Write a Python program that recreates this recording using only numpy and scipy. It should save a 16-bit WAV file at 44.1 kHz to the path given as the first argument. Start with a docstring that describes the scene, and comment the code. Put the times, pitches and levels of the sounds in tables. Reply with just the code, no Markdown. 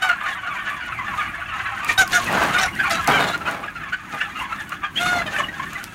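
"""A large flock of young chickens in an open-sided shed with a litter floor.
Hundreds of short gliding whistles overlap into a chorus; single peeps and harmonic, hoarse
squawks stand above it. Now and then birds scatter, feet and wings scuffling as gritty noise;
litter and feathers crackle, claws and beaks tick. A far wash, low rumble and short echo lie behind."""
import sys
import numpy as np
from scipy import signal
from scipy.fft import rfft, irfft, next_fast_len
from scipy.io import wavfile
from scipy.ndimage import uniform_filter1d

SR = 44100
rng = np.random.default_rng(int(sys.argv[2]) if len(sys.argv) > 2 else 0)


def volts_from_db(level):
    """Convert decibel levels to linear amplitude ratios."""
    exponent = np.asarray(level, float) / 20
    return 10 ** exponent


def wav_record(signal):
    """Record a signal, one row per channel, as 16-bit PCM in the file named by sys.argv[1]."""
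    frames = np.transpose(np.atleast_2d(signal))
    bounded = np.clip(frames, -1, 1)
    # unit amplitude maps onto the largest positive 16-bit level
    quanta = np.round(bounded * 32767).astype(np.int16)
    wavfile.write(sys.argv[1], SR, quanta)


N = 261954

# breath noise in the calls, relative density: (frequency [Hz], level [dB])
BREATH_SPECTRUM = [(380, -40), (650, -1), (1000, -22), (1600, 6), (2800, 0), (4500, -26.5), (7000, -18),
                   (12000, -47)]


def evened(x):
    """Scales x to rms 1."""
    return x / np.sqrt(np.mean(x ** 2) + 1e-20)


def spectrum_at(points, hz):
    """Table level in dB at hz, interpolated over log frequency."""
    table_hz, level_db = np.transpose(points)
    return np.interp(np.log(hz + 1), np.log(table_hz + 1), level_db)


def curve(rows, column):
    """One column of a time table at every sample."""
    rows = np.asarray(rows)
    return np.interp(np.arange(N) / SR, rows[:, 0], rows[:, column])


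def add(mix, time_s, sound):
    """Adds sound to mix in place from time_s, cut at the end of mix."""
    part = mix[round(time_s * SR):][:len(sound)]
    part += sound[:len(part)]


def coloured(x, points):
    """Shapes x by a spectrum table, then scales it to rms 1."""
    size = next_fast_len(len(x))
    gain = volts_from_db(spectrum_at(points, np.fft.rfftfreq(size, 1 / SR)))
    return evened(irfft(rfft(x, size) * gain, size)[:len(x)])


def wander(count, span_s):
    """Moving average of white noise over span_s: smooth chance of rms 1."""
    size = max(int(span_s * SR), 2)
    return uniform_filter1d(rng.standard_normal(count + size), size)[:count] * np.sqrt(size)


def grit(grains_per_s, spread_db, hiss):
    """Sparse grains of uneven size over a bed of hiss."""
    size = volts_from_db(spread_db * np.minimum(rng.exponential(1, N), 3)) * rng.standard_normal(N)
    grains = size * (rng.random(N) < grains_per_s / SR)
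    return evened(grains) + hiss * rng.standard_normal(N)


def peaked(time_s, peak_db, rise_s, fall_s, shape=1):
    """Gain that peaks at time_s, 10 dB down rise_s before and fall_s after; shape 1 = pointed, 2 = round."""
    late_s = np.arange(N) / SR - time_s
    return volts_from_db(peak_db - 10 * np.where(late_s < 0, -late_s / rise_s, late_s / fall_s) ** shape)


def liveliness(column):
    """Gain of the chorus (column 1) or the rustle (2): steady bed and flurries added as power."""
    # steady bed: (time [s], chorus level [dB], rustle level [dB])
    bed = [(0, -34, -50.5), (.75, -32, -50), (1.08, -30, -47.5), (1.34, -32.5, -51), (1.8, -29.5, -44),
           (2.06, -36, -44), (2.23, -31.5, -35.5), (2.65, -24.5, -35.5), (2.72, -41, -48), (2.81, -24, -38),
           (3.065, -31, -40), (3.09, -24, -40), (3.37, -51, -48), (3.72, -48, -53), (4.3, -41.5, -52),
           (4.66, -41, -52), (4.91, -49, -55), (5.94, -44.5, -46)]
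    # groups flaring up: (time [s], chorus peak [dB], rustle peak [dB], fall by 10 dB [s])
    flurries = [(.04, -26, -40, 0.08), (.22, -29, -48, .05), (.28, -28, -42, .09), (.48, -30.5, -48.5, .05),
                (.56, -30, -47, .06), (.69, -28, -43, 0.08), (1.19, -29, -42, 0.11),
                (1.63, -29.5, -46.5, .08), (1.9, -26, -27.5, 0.0361), (2.0, -27, -22, 0.03),
                (2.15, -21, -26, 0.0552), (3.3, -34, -41, .06), (3.5, -30, -43, .07),
                (3.66, -31, -60, .035), (3.84, -35.5, -56, 0.15), (4.18, -32, -44, 0.16),
                (4.41, -27, -40.5, 0.05), (4.53, -30.5, -44.5, .06), (4.61, -34, -41, .04),
                (4.73, -31, -44, 0.04), (4.849, -28.5, -60, .035), (5.0, -33, -32, .06),
                (5.07, -33, -34, 0.08), (5.19, -38, -33, 0.02), (5.35, -28, -36, 0.07),
                (5.61, -33.5, -46, 0.08), (5.77, -34, -44.5, 0.1)]
    power = volts_from_db(curve(bed, column)) ** 2
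    for row in flurries:
        fall_s = row[3]
        power = power + peaked(row[0], row[column], .7 * fall_s, fall_s, shape=1.6) ** 2
    return np.sqrt(power)


def peep(from_hz, to_hz, length_ms, overtone_db, breath):
    """A gliding, shaky whistle with two overtones and breath, quick to rise and slower to fade."""
    count = int(1.7 * length_ms * SR / 1000)  # room for the faint ends
    u = np.arange(count) / count
    shake = 1 + .018 * wander(count, .005)
    bow = 1 + .05 * (np.sin(np.pi * u) - 1)  # pitch sags 5 % at both ends
    glide_hz = from_hz + (to_hz - from_hz) * u
    phase = 2 * np.pi * np.cumsum(glide_hz * bow * shake) / SR
    overtones = np.sin(2 * phase) + volts_from_db(-10) * np.sin(3 * phase)
    tone = np.sin(phase) + volts_from_db(overtone_db) * overtones
    flutter = 1 + .25 * wander(count, .003)
    envelope = np.sin(np.pi * u ** 0.77) ** 2.06
    return (tone * flutter + breath[:count]) * envelope


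def chorus(count=800):
    """Many birds at all distances; most peep low, some higher, a few cluck below."""
    out = np.zeros(N)
    breath = .13 * coloured(rng.standard_normal(N + SR), BREATH_SPECTRUM)
    for when, kind, pitch, glide, length, size, over in rng.random((count, 7)):
        if kind < .25:  # high peep
            pitch_factor, drop_db, fall = 1.6, 4, .76
        elif kind > .86:  # cluck
            pitch_factor, drop_db, fall = .64, 5, .9
        else:
            pitch_factor, drop_db, fall = 1, 0, .76
        hz = (1120 + 750 * pitch ** 1.4) * pitch_factor
        to_hz = hz * (fall + .22 * glide)
        level_db = -3 * np.log(size + 0.031) - drop_db
        call = peep(hz, to_hz, 11 + 30 * length ** 1.5, -4 - 18 * over, breath[int(when * N):])
        add(out, when * N / SR, volts_from_db(level_db) * call)
    # small throats, overtones dulled by distance
    out = signal.lfilter(*signal.butter(3, [620, 3500], "band", fs=SR), out)
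    short_rms = np.sqrt(uniform_filter1d(out ** 2, 4500) + 1e-9)
    return liveliness(1) * out / short_rms  # liveliness alone sets the loudness


def near_peeps():
    """Single peeps that stand out; low ones are reedy, high ones purer. A few high rows sound together with a
    near cry, as extra lines above its harmonics."""
    # (time [s], level [dB], glide from [Hz], glide to [Hz] (both before the bow), nominal length [ms])
    peeps = [(.092, -11, 1470, 1420, 16), (.113, -12, 1440, 1400, 6), (0.127, -18, 1560, 1320, 12.5),
             (.212, -22, 1260, 1220, 9), (.285, -22, 1900, 1700, 14), (0.261, -17, 1440, 1390, 8.4),
             (0.466, -23.5, 1302, 1574, 31), (0.563, -25.5, 2406, 2290, 23), (0.685, -26, 1570, 1450, 22),
             (.708, -25, 1180, 1080, 20), (0.974, -27, 2274, 1820, 35), (1.078, -25, 1160, 1200, 16),
             (1.181, -20.5, 1216, 1224, 31), (1.525, -28, 1385, 1158, 58), (1.826, -25.5, 1220, 1183, 29),
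             (1.892, -12.5, 2430, 2240, 15.5), (1.89, -19, 1860, 1850, 17), (2.262, -24, 2650, 2450, 25),
             (2.272, -22, 2000, 1900, 30), (2.326, -22, 1307, 1600, 45), (2.424, -21, 1622, 1360, 27),
             (2.68, -23, 2050, 2250, 16), (2.762, -23, 1950, 1950, 10), (2.793, -16, 1620, 1500, 26),
             (2.835, -18, 1324, 1514, 20), (2.864, -24, 1407, 1486, 31), (2.905, -18, 1350, 1250, 18),
             (2.985, -19, 1450, 1230, 26), (3.062, -24, 2050, 2180, 12), (3.113, -21, 3350, 3120, 12),
             (3.336, -19.5, 1450, 1344, 27.6), (3.41, -26, 1350, 1330, 22), (3.46, -25, 2550, 2600, 20),
             (3.471, -19, 1314, 1496, 25), (3.633, -26.5, 1098, 1370, 18), (3.678, -25, 1750, 1600, 14),
             (3.757, -26, 1435, 1294, 29), (3.835, -24.5, 1805, 1670, 15.6), (3.927, -16.5, 1467, 1544, 25),
             (4.206, -22.5, 2703, 3050, 19.7), (4.208, -19.5, 1668, 1864, 31.4),
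             (4.213, -15.5, 1494, 1544, 11.2), (4.356, -25, 1277, 1263, 32), (4.394, -23.5, 2730, 2856, 19),
             (4.523, -19.5, 1357, 1355, 15.6), (4.719, -21, 1395, 1414, 13.3),
             (4.835, -21.5, 1226, 1150, 22), (4.963, -18.5, 3050, 3500, 33), (4.985, -23, 2750, 2650, 14),
             (5.058, -19, 1240, 1290, 14), (5.185, -24, 2120, 1950, 22), (5.218, -20, 1420, 1380, 9),
             (5.22, -22, 1740, 1680, 9), (5.285, -25, 1800, 1760, 12), (5.362, -17.5, 1790, 1720, 7),
             (5.401, -14, 1180, 1060, 9), (5.436, -22, 2983, 2790, 17), (5.485, -24, 1870, 1925, 16.6),
             (5.53, -29, 1660, 1640, 28), (5.597, -22, 1087, 1026, 13), (5.634, -27, 1174, 1120, 12.3),
             (5.665, -28, 1850, 1750, 18), (5.755, -27, 2050, 1950, 14)]
    out = np.zeros(N)
    breath = .25 * coloured(rng.standard_normal(N), BREATH_SPECTRUM)
    for time_s, level_db, from_hz, to_hz, length_ms in peeps:
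        overtone_db = -13.5 - 18 * np.log2(from_hz / 1310)  # -18 dB per octave of pitch
        own_breath = np.roll(breath, -round(time_s * SR))[:SR // 5]
        call = peep(from_hz, to_hz, length_ms, overtone_db, own_breath)
        add(out, time_s - .3 * length_ms / 1000, volts_from_db(level_db) * call)
    return out


def squawk(length_s, top_at, top_db, top_hz, top_rough, top_bright_db, open_hz, lift_db, dull_db):
    """A harmonic cry through the throat; roughness shakes pitch and level, adds half lines and breath."""
    # throat response: (frequency [Hz], level [dB])
    throat = [(350, -60), (600, -3), (785, -6), (1060, -14), (1500, 2), (2200, -11), (3410, -18.5),
              (3900, -13.5), (4650, -26), (6960, -19), (7650, -24), (15000, -35)]
    t = np.arange(0, length_s, 1 / SR)
    count = len(t)
    u = t / length_s - top_at  # 0 where the cry tops out
    before, after = -u / top_at, u / (1 - top_at)

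    def arch(first, top, last):
        """Straight climb to the top, held there before it sags."""
        return top + np.where(u < 0, (first - top) * before, (last - top) * abs(after) ** 1.8)

    effort_db = top_db + arch(-2.5, 0, -7.5)
    bright_db = top_bright_db + dull_db * np.clip(after, 0, 1)
    hz = top_hz * arch(.97, 1, .915)
    rough = np.clip(top_rough + arch(.25, 0, 0.046), 0, 1)
    beak_hz = arch(2950, open_hz, 0.93 * open_hz)
    jitter = .022 * wander(count, .004) + .02 * wander(count, .025)
    cycles = np.cumsum(hz * (1 + rough * jitter)) / SR

    k = np.arange(2, 40)[:, None] / 2  # harmonics and the half lines between them
    line_hz = k * hz
    gain = volts_from_db(spectrum_at(throat, line_hz) + bright_db * np.clip((line_hz - 1900) / 1700, 0, 1))
    # the open beak lifts the partials near its resonance
    gain *= volts_from_db(lift_db * np.exp(-((line_hz - beak_hz) / 1050) ** 2))
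    # strong and weak pulses alternate in a rough cry
    half = .8 * rough ** 2 * np.clip(line_hz / 2500, 0, 1) ** 2
    gain *= np.where(k % 1, half, 1)
    # high or hoarse partials swell and fade unevenly
    gain *= volts_from_db([(np.minimum(n, 3.0) + 4 * top_rough ** 2) * wander(count, .015) for n in k])

    partials = gain * np.cos(2 * np.pi * (k * cycles + rng.random(k.shape)))
    voice = partials.sum(0) / np.sqrt((gain ** 2).sum(0) / 2)
    # a hoarse cry breaks up
    voice *= (1 + .5 * rough * wander(count, 0.00248)) * volts_from_db(2.5 * rough * wander(count, .009))
    breath = .5 * rough * coloured(rng.standard_normal(count), BREATH_SPECTRUM)
    return volts_from_db(effort_db) * (voice + breath) * signal.windows.tukey(count, .1 + .3 * top_rough)


def squawks():
    """Near cries, each with its own pitch, roughness and beak opening."""
    # (start [s], length [s], top position [share of length], effort [dB], top pitch [Hz],
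    #  roughness at top [0-1], brightness [dB], beak resonance [Hz], its lift [dB],
    #  brightness change by the end [dB])
    cries = [(.018, .107, .1, -18, 756, .06, 0, 3500, 10, -30),
             (1.976, .062, .3, -11, 771.7, 0.1, 1, 6600, 9, -12.5),
             (2.125, 0.075, .35, -19, 730.5, .5, 4, 5800, 13, -12.5),
             (2.533, .07, .3, -20, 745, .75, -2, 2500, 7, -2),
             (2.575, .105, .25, -21, 775, .85, 1, 5500, 11, -6),
             (2.893, .095, .2, -24, 692, .8, 7, 4300, 7, -10),
             (3.128, .064, .45, -17, 778, .35, -4, 2900, 19, -6),
             (3.19, .07, .3, -24, 740, .7, 2, 3700, 11, -6),
             (3.258, .105, .2, -29, 725, .65, 5, 3700, 12, -4),
             (4.99, .243, .45, -22, 724, .27, -3, 4200, 9, -6),
             (5.261, 0.034, .25, -27, 619, .45, 3, 3080, 11, -12.5),
             (5.381, 0.039, .2, -23, 600, .4, 0, 2950, 9, -12.5)]
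    out = np.zeros(N)
    for start_s, *settings in cries:
        add(out, start_s, squawk(*settings))
    return out


def scuffles():
    """Feet and wings beat the litter: lumpy, gritty noise, strongest in the low middle."""
    # birds scattering close by: (time [s], peak [dB], rise by 10 dB [s], fall by 10 dB [s])
    bursts = [(2.3, -25, 0.02, 0.11), (2.412, -19.5, 0.0873, 0.1148), (3.081, -12.5, .003, .09),
              (3.215, -20, .04, .07), (3.476, -24.5, .03, 0.11), (4.15, -30, .012, .015),
              (5.122, -26, .005, .1), (5.4, -33, .1, .1)]
    # relative density: (frequency [Hz], level [dB])
    spectrum = [(35, -45), (60, -29), (165, -5), (448, -11), (633, -3.5), (1520, -6), (4950, -28),
                (6380, -33), (15000, -39.5)]
    level = sum(peaked(*row) for row in bursts)
    lumps = volts_from_db(2.5 * wander(N, .006))
    noise = coloured(lumps * grit(2500, 2.8, 0.8), spectrum)
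    return uniform_filter1d(level, 100) * noise


def ticks():
    """Claws and beaks on hard things: each tick is a sharp snap with a short noisy tail."""
    # (time [s], level [dB])
    hits = [(0.0903, -24), (1.8466, -18.5), (1.928, -26), (2.0773, -19.5), (2.1217, -18), (2.244, -23),
            (2.3261, -22), (2.4367, -20.5), (2.7526, -29), (2.898, -24), (3.044, -23), (3.0748, -12),
            (3.378, -30), (3.5122, -25.5), (4.694, -27), (5.7328, -28), (5.8408, -19)]
    out, t = np.zeros(N), np.arange(900) / SR
    fade = volts_from_db(-60 * t / .007) + .12 * volts_from_db(-60 * t / .04)
    band = signal.butter(1, [1200, 12000], "band", fs=SR)
    for time_s, level_db in hits:
        snap = rng.standard_normal(len(t)) * fade
        add(out, time_s, volts_from_db(level_db) * signal.lfilter(*band, snap))
    return out


def rustle():
    """Dry litter and feathers crackle finely in the treble, each in its own lumps."""
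    # litter, feathers; relative density of each: (frequency [Hz], level [dB])
    spectra = [
        [(1500, 2.5), (3000, 5), (4300, 0), (5100, -6), (6800, 0.5), (7800, -12), (15500, -40)],
        [(5000, -40), (7600, -8), (9300, -4), (10600, -11), (12000, -9), (15500, -18)],
    ]
    litter, feathers = (coloured(volts_from_db(3.0 * wander(N, .018)) * grit(1500, 2.2, 1.25), spectrum)
                        for spectrum in spectra)
    return liveliness(2) * (litter + volts_from_db(-10) * feathers)


def far_flock():
    """The far end of the flock blurred to a noise wash that follows the chorus, compressed."""
    # relative density: (frequency [Hz], level [dB])
    spectrum = [(350, -42), (560, -8), (780, 2), (1020, -5), (1450, 6), (2850, -3.5), (5000, -43),
                (15500, -53)]
    swell = evened(liveliness(1) ** .7)
    return volts_from_db(-37.5) * swell * coloured(rng.standard_normal(N), spectrum)


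def rumble():
    """Uneven low noise of the shed in two bands, each with its own wandering level."""
    # (time [s], upper part level [dB], bass level [dB])
    levels = [(0, -49, -52), (.8, -48, -50), (1.0, -46, -43), (1.7, -47, -44), (2.22, -40, -43),
              (2.3, -34, -38), (2.6, -41, -45), (3.1, -35, -41), (3.7, -46, -48), (4.9, -44, -48),
              (5.12, -39, -43), (5.94, -45, -50)]
    upper = coloured(rng.standard_normal(N), [(90, -30), (140, -2), (190, 0.5), (260, -5), (350, -5),
                                              (450, -24), (800, -37)])
    bass = coloured(rng.standard_normal(N), [(20, -44), (42, -0.5), (70, 0.5), (120, 1), (170, -25),
                                             (400, -60)])
    upper_db = curve(levels, 1) + 2.2 * wander(N, .06)
    bass_db = curve(levels, 2) + 1.5 * wander(N, .08)
    return volts_from_db(upper_db) * upper + volts_from_db(bass_db) * bass


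def shed_echo(x, t60_s):
    """Sparse taps of random sign dying fast: roof and floor reflect, the open sides let sound out."""
    at = np.arange(200, SR // 3, 20)
    taps = np.zeros(SR // 3 + 20)
    sign = rng.choice([-1., 1.], at.shape)
    taps[at + rng.integers(0, 20, at.shape)] = sign * volts_from_db(-60 * at / SR / t60_s)
    taps = signal.lfilter([.5], [1, -.5], taps)  # dulls the treble
    return signal.oaconvolve(x, taps / np.linalg.norm(taps))[:N]


def scene():
    """Mono mix; only the near sounds and the chorus feed the echo."""
    flock = chorus()
    near = near_peeps() + squawks() + scuffles() + ticks()
    echo = shed_echo(volts_from_db(-11) * near + volts_from_db(-9) * flock, t60_s=.15)
    return (flock + near + echo + rustle() + far_flock() + rumble())[None]


def low_pass(x):
    """Removes everything above the highest recorded frequency."""
    return signal.sosfilt(signal.butter(12, 16490, fs=SR, output="sos"), x)


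def record(dry):
    """Rounds off the loudest peaks, then limits the band to 15.9 kHz."""
    rounded = .8 * np.tanh(dry / .8)
    lowpass = signal.firwin(511, 15900, window=("kaiser", 9), fs=SR)
    finished = signal.oaconvolve(rounded, lowpass[None], "same")
    return low_pass(finished)


dry = scene()
out = record(dry)
wav_record(out)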